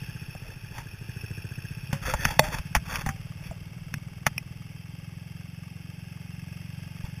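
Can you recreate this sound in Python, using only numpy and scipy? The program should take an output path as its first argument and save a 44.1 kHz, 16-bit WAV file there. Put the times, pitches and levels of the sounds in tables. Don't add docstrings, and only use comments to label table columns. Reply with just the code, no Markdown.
import sys
import numpy as np
from scipy import signal
from scipy.fft import rfft, irfft
from scipy.io import wavfile
from scipy.ndimage import uniform_filter1d

SR = 44100
rng = np.random.default_rng(int(sys.argv[2]) if len(sys.argv) > 2 else 0)


def wav_record(signal):
    frames = np.transpose(np.atleast_2d(signal))
    bounded = np.clip(frames, -1, 1)
    quanta = np.round(bounded * 32767).astype(np.int16)
    wavfile.write(sys.argv[1], SR, quanta)


N = 317520


def undb(db):
    return 10 ** (np.asarray(db) / 20)


def unit(x):
    return x / np.sqrt(np.mean(x ** 2) + 1e-20)


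def curves(table):
    times, *columns = np.transpose(table)
    return [np.interp(np.arange(N) / SR, times, column) for column in columns]


def noise(colour):
    hz, db = np.transpose(colour)
    bins_hz = np.maximum(np.arange(N // 2 + 1) * SR / N, 1)
    gain = undb(np.interp(np.log(bins_hz), np.log(hz), db))
    return unit(irfft(rfft(rng.standard_normal(N)) * gain, N))


def band(x, low_hz, high_hz, order):
    return signal.sosfilt(signal.butter(order, [low_hz, high_hz], "band", fs=SR, output="sos"), x)


def resonate(x, hz, width_hz):
    return signal.lfilter(*signal.iirpeak(hz, hz / width_hz, fs=SR), x)


def body(x, tones, order=1):
    out = 0
    for hz, width_hz, db in tones:
        rung = x
        for _ in range(order):
            rung = resonate(rung, hz, width_hz)
        out = out + undb(db) * rung
    return unit(out)


def ring(t, hz, fade_s):
    return np.sin(2 * np.pi * hz * t) * np.exp(-np.log(1000) * t / fade_s)


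def add(out, start_s, sound):
    i = int(start_s * SR)
    out[i:i + len(sound)] += sound[:N - i]


def facing(x, side, rear_tones, side_tones):
    return np.sqrt(1 - side ** 2) * body(x, rear_tones, order=2) + side * body(x, side_tones)


def once_a_cycle(phase, at):
    return 1. * (np.diff((phase > at) * 1., prepend=1.) > 0)


def exhaust_thump(pulses, side, pipe_db=-7, overtone_db=-21, bark_db=-16):
    from_rear = unit(band(pulses, 82, 147.5, order=3))
    from_side = unit(band(pulses, 84, 163.6, order=4))
    thump = from_rear * (1 - side) + from_side * side
    pipe = unit(resonate(thump, hz=180, width_hz=17)) * (.5 + .5 * side)
    overtone = unit(band(pulses, 237.7, 296, order=2))
    doubled = pulses + undb(-6) * np.roll(pulses, int(.012 * SR))
    bark = unit(band(doubled, 290, 440, order=2)) * (1 - side)
    return -unit(thump + undb(pipe_db) * pipe + undb(overtone_db) * overtone + undb(bark_db) * bark)


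# pitch_hz, width_hz, level_db
RASP_REAR_TONES = [(395, 200, -3), (867, 78, -7), (1632, 270, 3)]
RASP_SIDE_TONES = [(588, 150, 4.5), (1190, 186, 5.5), (1660, 47, 6), (2233, 38, 9.5)]


def exhaust_rasp(phase, side, strength, between_puffs=.28, clack_db=-5):
    puff_at = .08 + .36 * side
    puff = between_puffs + np.exp(-((phase - puff_at) / .09) ** 2)
    hiss = unit(puff * rng.standard_normal(N))
    clack = undb(clack_db) * unit(once_a_cycle(phase, puff_at))
    return facing(strength * (hiss + clack), side, RASP_REAR_TONES, RASP_SIDE_TONES)


VALVE_BURSTS = [(.41, .06, .8, .6), (.71, .05, 1.0, .3), (.95, .07, .3, .4)]
# pitch_hz, width_hz, level_db
METAL_REAR_TONES = [(870, 92, -13.5), (1380, 320, -25), (1804, 1050, -11.5), (2540, 346, 0),
                    (3215, 480, -11.5)]
METAL_SIDE_TONES = [(853, 83, 1), (1617, 78, -2.5), (2168, 210, 2.5), (2658, 225, 5), (3157, 19, 8.5)]


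def valve_rattle(phase, side):
    swell = 1.0
    for at, width, rear_gain, side_gain in VALVE_BURSTS:
        away = (phase - at + .5) % 1 - .5
        swell = swell + np.exp(-(away / width) ** 2) * (rear_gain * (1 - side) + side_gain * side)
    return facing(swell * rng.standard_normal(N), side, METAL_REAR_TONES, METAL_SIDE_TONES)


def tappet_ticks(phase, scatter_db=3):
    cover = ring(np.arange(SR // 10) / SR, hz=2600, fade_s=.028)
    blows = once_a_cycle(phase, at=.69) * undb(scatter_db * rng.standard_normal(N))
    return unit(signal.fftconvolve(blows, cover)[:N])


# time_s, firings_per_s
ENGINE_SPEED = [(0.0, 15.27), (0.22, 15.1), (0.68, 13.41), (0.99, 12.95), (1.83, 16.27), (3.39, 19.31),
                (4.55, 20.7), (5.47, 22.26), (6.47, 22.48), (6.79, 23.14), (7.2, 22.27)]
# time_s, throttle_0_to_1
THROTTLE = [(0, 0.27), (.5, 0), (1.0, 0.46), (1.12, .9), (3.0, 1), (4.5, 0.66), (6.2, 0.54), (6.8, 0.72),
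            (7.2, 0.5)]
# time_s, distance_m, side_on_0_to_1
BUGGY_PATH = [(0, 1.04, 0.52), (1.4, 1.9, 0.06), (2.0, 2.48, 0.7), (3.5, 4.08, 1), (5.0, 3.5, 0.99),
              (7.2, 2.83, 0.9)]


def engine(cruise_hz=15, scatter_db=.7, tappet_db=-3):
    rate, = curves(ENGINE_SPEED)
    throttle, = curves(THROTTLE)
    distance_m, side = curves(BUGGY_PATH)

    def gain(db, shut_db, doubling_db):
        return undb(db + shut_db * (1 - throttle) + doubling_db * np.log2(rate / cruise_hz)) / distance_m

    cycles = .745 + np.cumsum(rate) / SR
    firing, phase = cycles.astype(int), cycles % 1
    strength = undb(scatter_db * rng.standard_normal(firing[-1] + 1))[firing]
    pulses = np.diff(firing, prepend=0) * strength / np.sqrt(rate)
    thump = exhaust_thump(pulses, side)
    rasp = exhaust_rasp(phase, side, strength)
    rattle = valve_rattle(phase, side)
    rattle += undb(tappet_db) * throttle * (1 - side) * tappet_ticks(phase)
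    return (thump * gain(-30.5, shut_db=-8.7, doubling_db=6.15)
            + rasp * gain(-48, shut_db=-8.8, doubling_db=.9)
            + rattle * gain(-43.5, shut_db=-6.1, doubling_db=3.14))


# time_s, level_db
WIND_LEVEL = [(0, -45.5), (1.8, -45), (3.1, -44), (4.2, -47.5), (5.6, -55.5), (7.2, -49)]
# pitch_hz, level_db
WIND_COLOUR = [(12, -25), (25, -0.5), (45, -2), (70, -2), (130, 3), (300, -27)]


def wind():
    level_db, = curves(WIND_LEVEL)
    return undb(level_db) * noise(WIND_COLOUR)


# pitch_hz, level_db
SURF_COLOUR = [(20, -20), (60, -8), (200, 10), (400, 3), (620, -4.5), (880, -5), (1020, -13), (1200, -10),
               (2200, -7), (3900, -45)]


def surf_and_tyres(level_db=-60):
    return undb(level_db) * noise(SURF_COLOUR)


def through_mount(x, top_hz=270):
    return signal.sosfilt(signal.butter(4, top_hz, fs=SR, output="sos"), x)


# pitch_hz, fade_s, level_db
CASE_TONES = [(554, 0.011, 9.5), (869, 0.03, 0.5), (1086, 0.016, -5), (1583, 0.01, -6), (1827, 0.0061, 6),
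              (2032, 0.056, -17), (2485, 0.017, 1), (3517, 0.025, 2), (3756, 0.017, 2)]
# start_s, level_db, contact_hz, spread_octaves, scuff_s, thump_db
KNOCKS = [(.350, -29.5, 625, 0.65, 0.0039, -32), (.782, -23, 1260, 0.79, .011, -55),
          (1.929, -17, 1460, 1.4, 0.02, -16), (2.138, -8.5, 920, 0.77, 0.0048, -36),
          (2.2524, -5, 1720, 0.51, 0.0035, -16), (2.3935, 5.5, 756, 3.8, 0.0019, -13.5),
          (2.585, -19, 1700, 1.9, 0.0089, -36), (2.751, -3.5, 1300, .95, 0.0071, -24),
          (2.763, -13, 1710, 0.61, .006, -18.5), (2.957, -16, 2120, 0.51, 0.0068, -54),
          (3.062, -16, 1060, 1.5, 0.015, -20.5), (3.090, -15.5, 1450, 0.52, 0.0092, -19.5),
          (3.511, -28, 590, 0.11, 0.0055, -40), (3.9405, -18.5, 1980, 0.61, .0022, -24),
          (4.266, -2.5, 1480, 0.98, .0052, -19.5), (4.380, -16, 2370, .29, 0.0016, -35)]


def knocks(scuff_db=-7, scuff_widening=1.55, graze_lead_s=.004, graze_db=-25.5, press_s=.000096):
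    out, mount = np.zeros(N), np.zeros(N)
    t = np.arange(SR // 3) / SR
    shell = signal.butter(6, 570, "high", fs=SR, output="sos")
    press = 1 - np.exp(-t / press_s)
    sway = ring(t, hz=148, fade_s=.069) + undb(-9) * ring(t, hz=212, fade_s=.069)
    for start_s, level_db, contact_hz, spread, scuff_s, thump_db in KNOCKS:
        notes = press * sum(undb(db) * np.exp(-(np.log2(hz / contact_hz) / spread) ** 2)
                            * ring(t, hz, fade_s) for hz, fade_s, db in CASE_TONES)
        scuff_band = [(contact_hz, scuff_widening * spread * contact_hz, 0)]
        scrapes = body(rng.standard_normal((2, len(t))), scuff_band, order=2)
        scuff, graze = press * scrapes * np.exp(-t / scuff_s)
        clack = notes / np.abs(notes).max() + undb(scuff_db) * scuff / np.abs(scuff).max()
        graze = signal.sosfilt(shell, graze / np.abs(graze).max())
        add(out, start_s - graze_lead_s, undb(level_db + graze_db) * graze)
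        add(out, start_s, undb(level_db) * signal.sosfilt(shell, clack))
        add(mount, start_s, -undb(thump_db) * sway)
    return out + through_mount(mount)


# start_s, length_s, level_db, hollow_hz
RUBS = [(0.395, 0.19, -50, 513), (0.706, 0.14, -44, 905), (2.011, 0.16, -30, 1260),
        (2.152, 0.17, -35, 1770), (2.219, 0.17, -34.5, 896), (2.392, 0.14, -35.5, 835),
        (2.509, 0.087, -33.5, 1030), (2.846, 0.21, -34.5, 1110), (3.382, 0.17, -50.5, 2460),
        (7.028, 0.083, -48.5, 880)]
# pitch_hz, level_db
RUB_COLOUR = [(100, -25), (230, 1), (380, -8.5), (550, -2.5), (720, -6.5), (880, -1.5), (1050, -11.5),
              (1400, -3.5), (1750, 1), (2250, -4.5), (2650, 1.5), (2980, -20), (3400, 3), (3900, -15)]


def rubbing(catch_db=1, slip_db=3, hollow_db=-5, shake_db=-1.5, rise_share=.34, fall_share=.45):
    out, t = 0, np.arange(N) / SR
    catches = catch_db * unit(uniform_filter1d(rng.standard_normal(N), size=70))
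    slips = slip_db * unit(uniform_filter1d(rng.standard_normal(N), size=500))
    friction = unit(undb(catches + slips) * noise(RUB_COLOUR))
    shake = undb(shake_db) * unit(band(rng.standard_normal(N), 20, 65, order=2))
    for start_s, length_s, level_db, hollow_hz in RUBS:
        along = (t - start_s) / length_s
        stroke = np.clip(np.minimum(along / rise_share, (1 - along) / fall_share), 0, 1)
        hollow = undb(hollow_db) * unit(resonate(friction, hollow_hz, width_hz=170))
        out = out + undb(level_db) * stroke * (unit(friction + hollow) + shake)
    return out


# start_s, pitch_hz, level_db
PINGS = [(1.929, 552, -38), (2.081, 518, -29.5), (2.3935, 612, -22), (2.748, 668, -43), (3.062, 782, -30.5),
         (3.511, 586, -50)]


def joint_pings(fade_s=.23):
    out, t = np.zeros(N), np.arange(SR // 3) / SR
    for start_s, pitch_hz, level_db in PINGS:
        add(out, start_s, undb(level_db) * ring(t, pitch_hz, fade_s))
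    return out


# start_s, level_db
SHOVES = [(2.146, -16), (2.256, -31), (2.592, -20), (2.764, -11), (3.065, -20), (3.493, -27), (7.038, -22)]


def shoves(rise_s=.001):
    out, t = np.zeros(N), np.arange(SR // 3) / SR
    thud = ring(t, hz=59.4, fade_s=.064) * (1 - np.exp(-t / rise_s))
    for start_s, level_db in SHOVES:
        add(out, start_s, -undb(level_db) * thud)
    return through_mount(out)


def scene():
    mono = engine() + knocks() + rubbing() + joint_pings() + shoves() + wind() + surf_and_tyres()
    return np.array([mono, mono])


def record(dry, edge_hz=3750, top_hz=15300):
    narrow = signal.sosfiltfilt(signal.butter(8, edge_hz, fs=SR, output="sos"), dry)
    coarse = signal.resample_poly(narrow, 80, 441, axis=1, window=("kaiser", 3))
    held = np.repeat(np.clip(coarse, -1, 1), 6, axis=1)
    gritty = signal.resample_poly(held, 147, 160, axis=1)[:, :N]
    return signal.sosfilt(signal.ellip(8, .2, 70, top_hz, fs=SR, output="sos"), gritty)


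dry = scene()
out = record(dry)
wav_record(out)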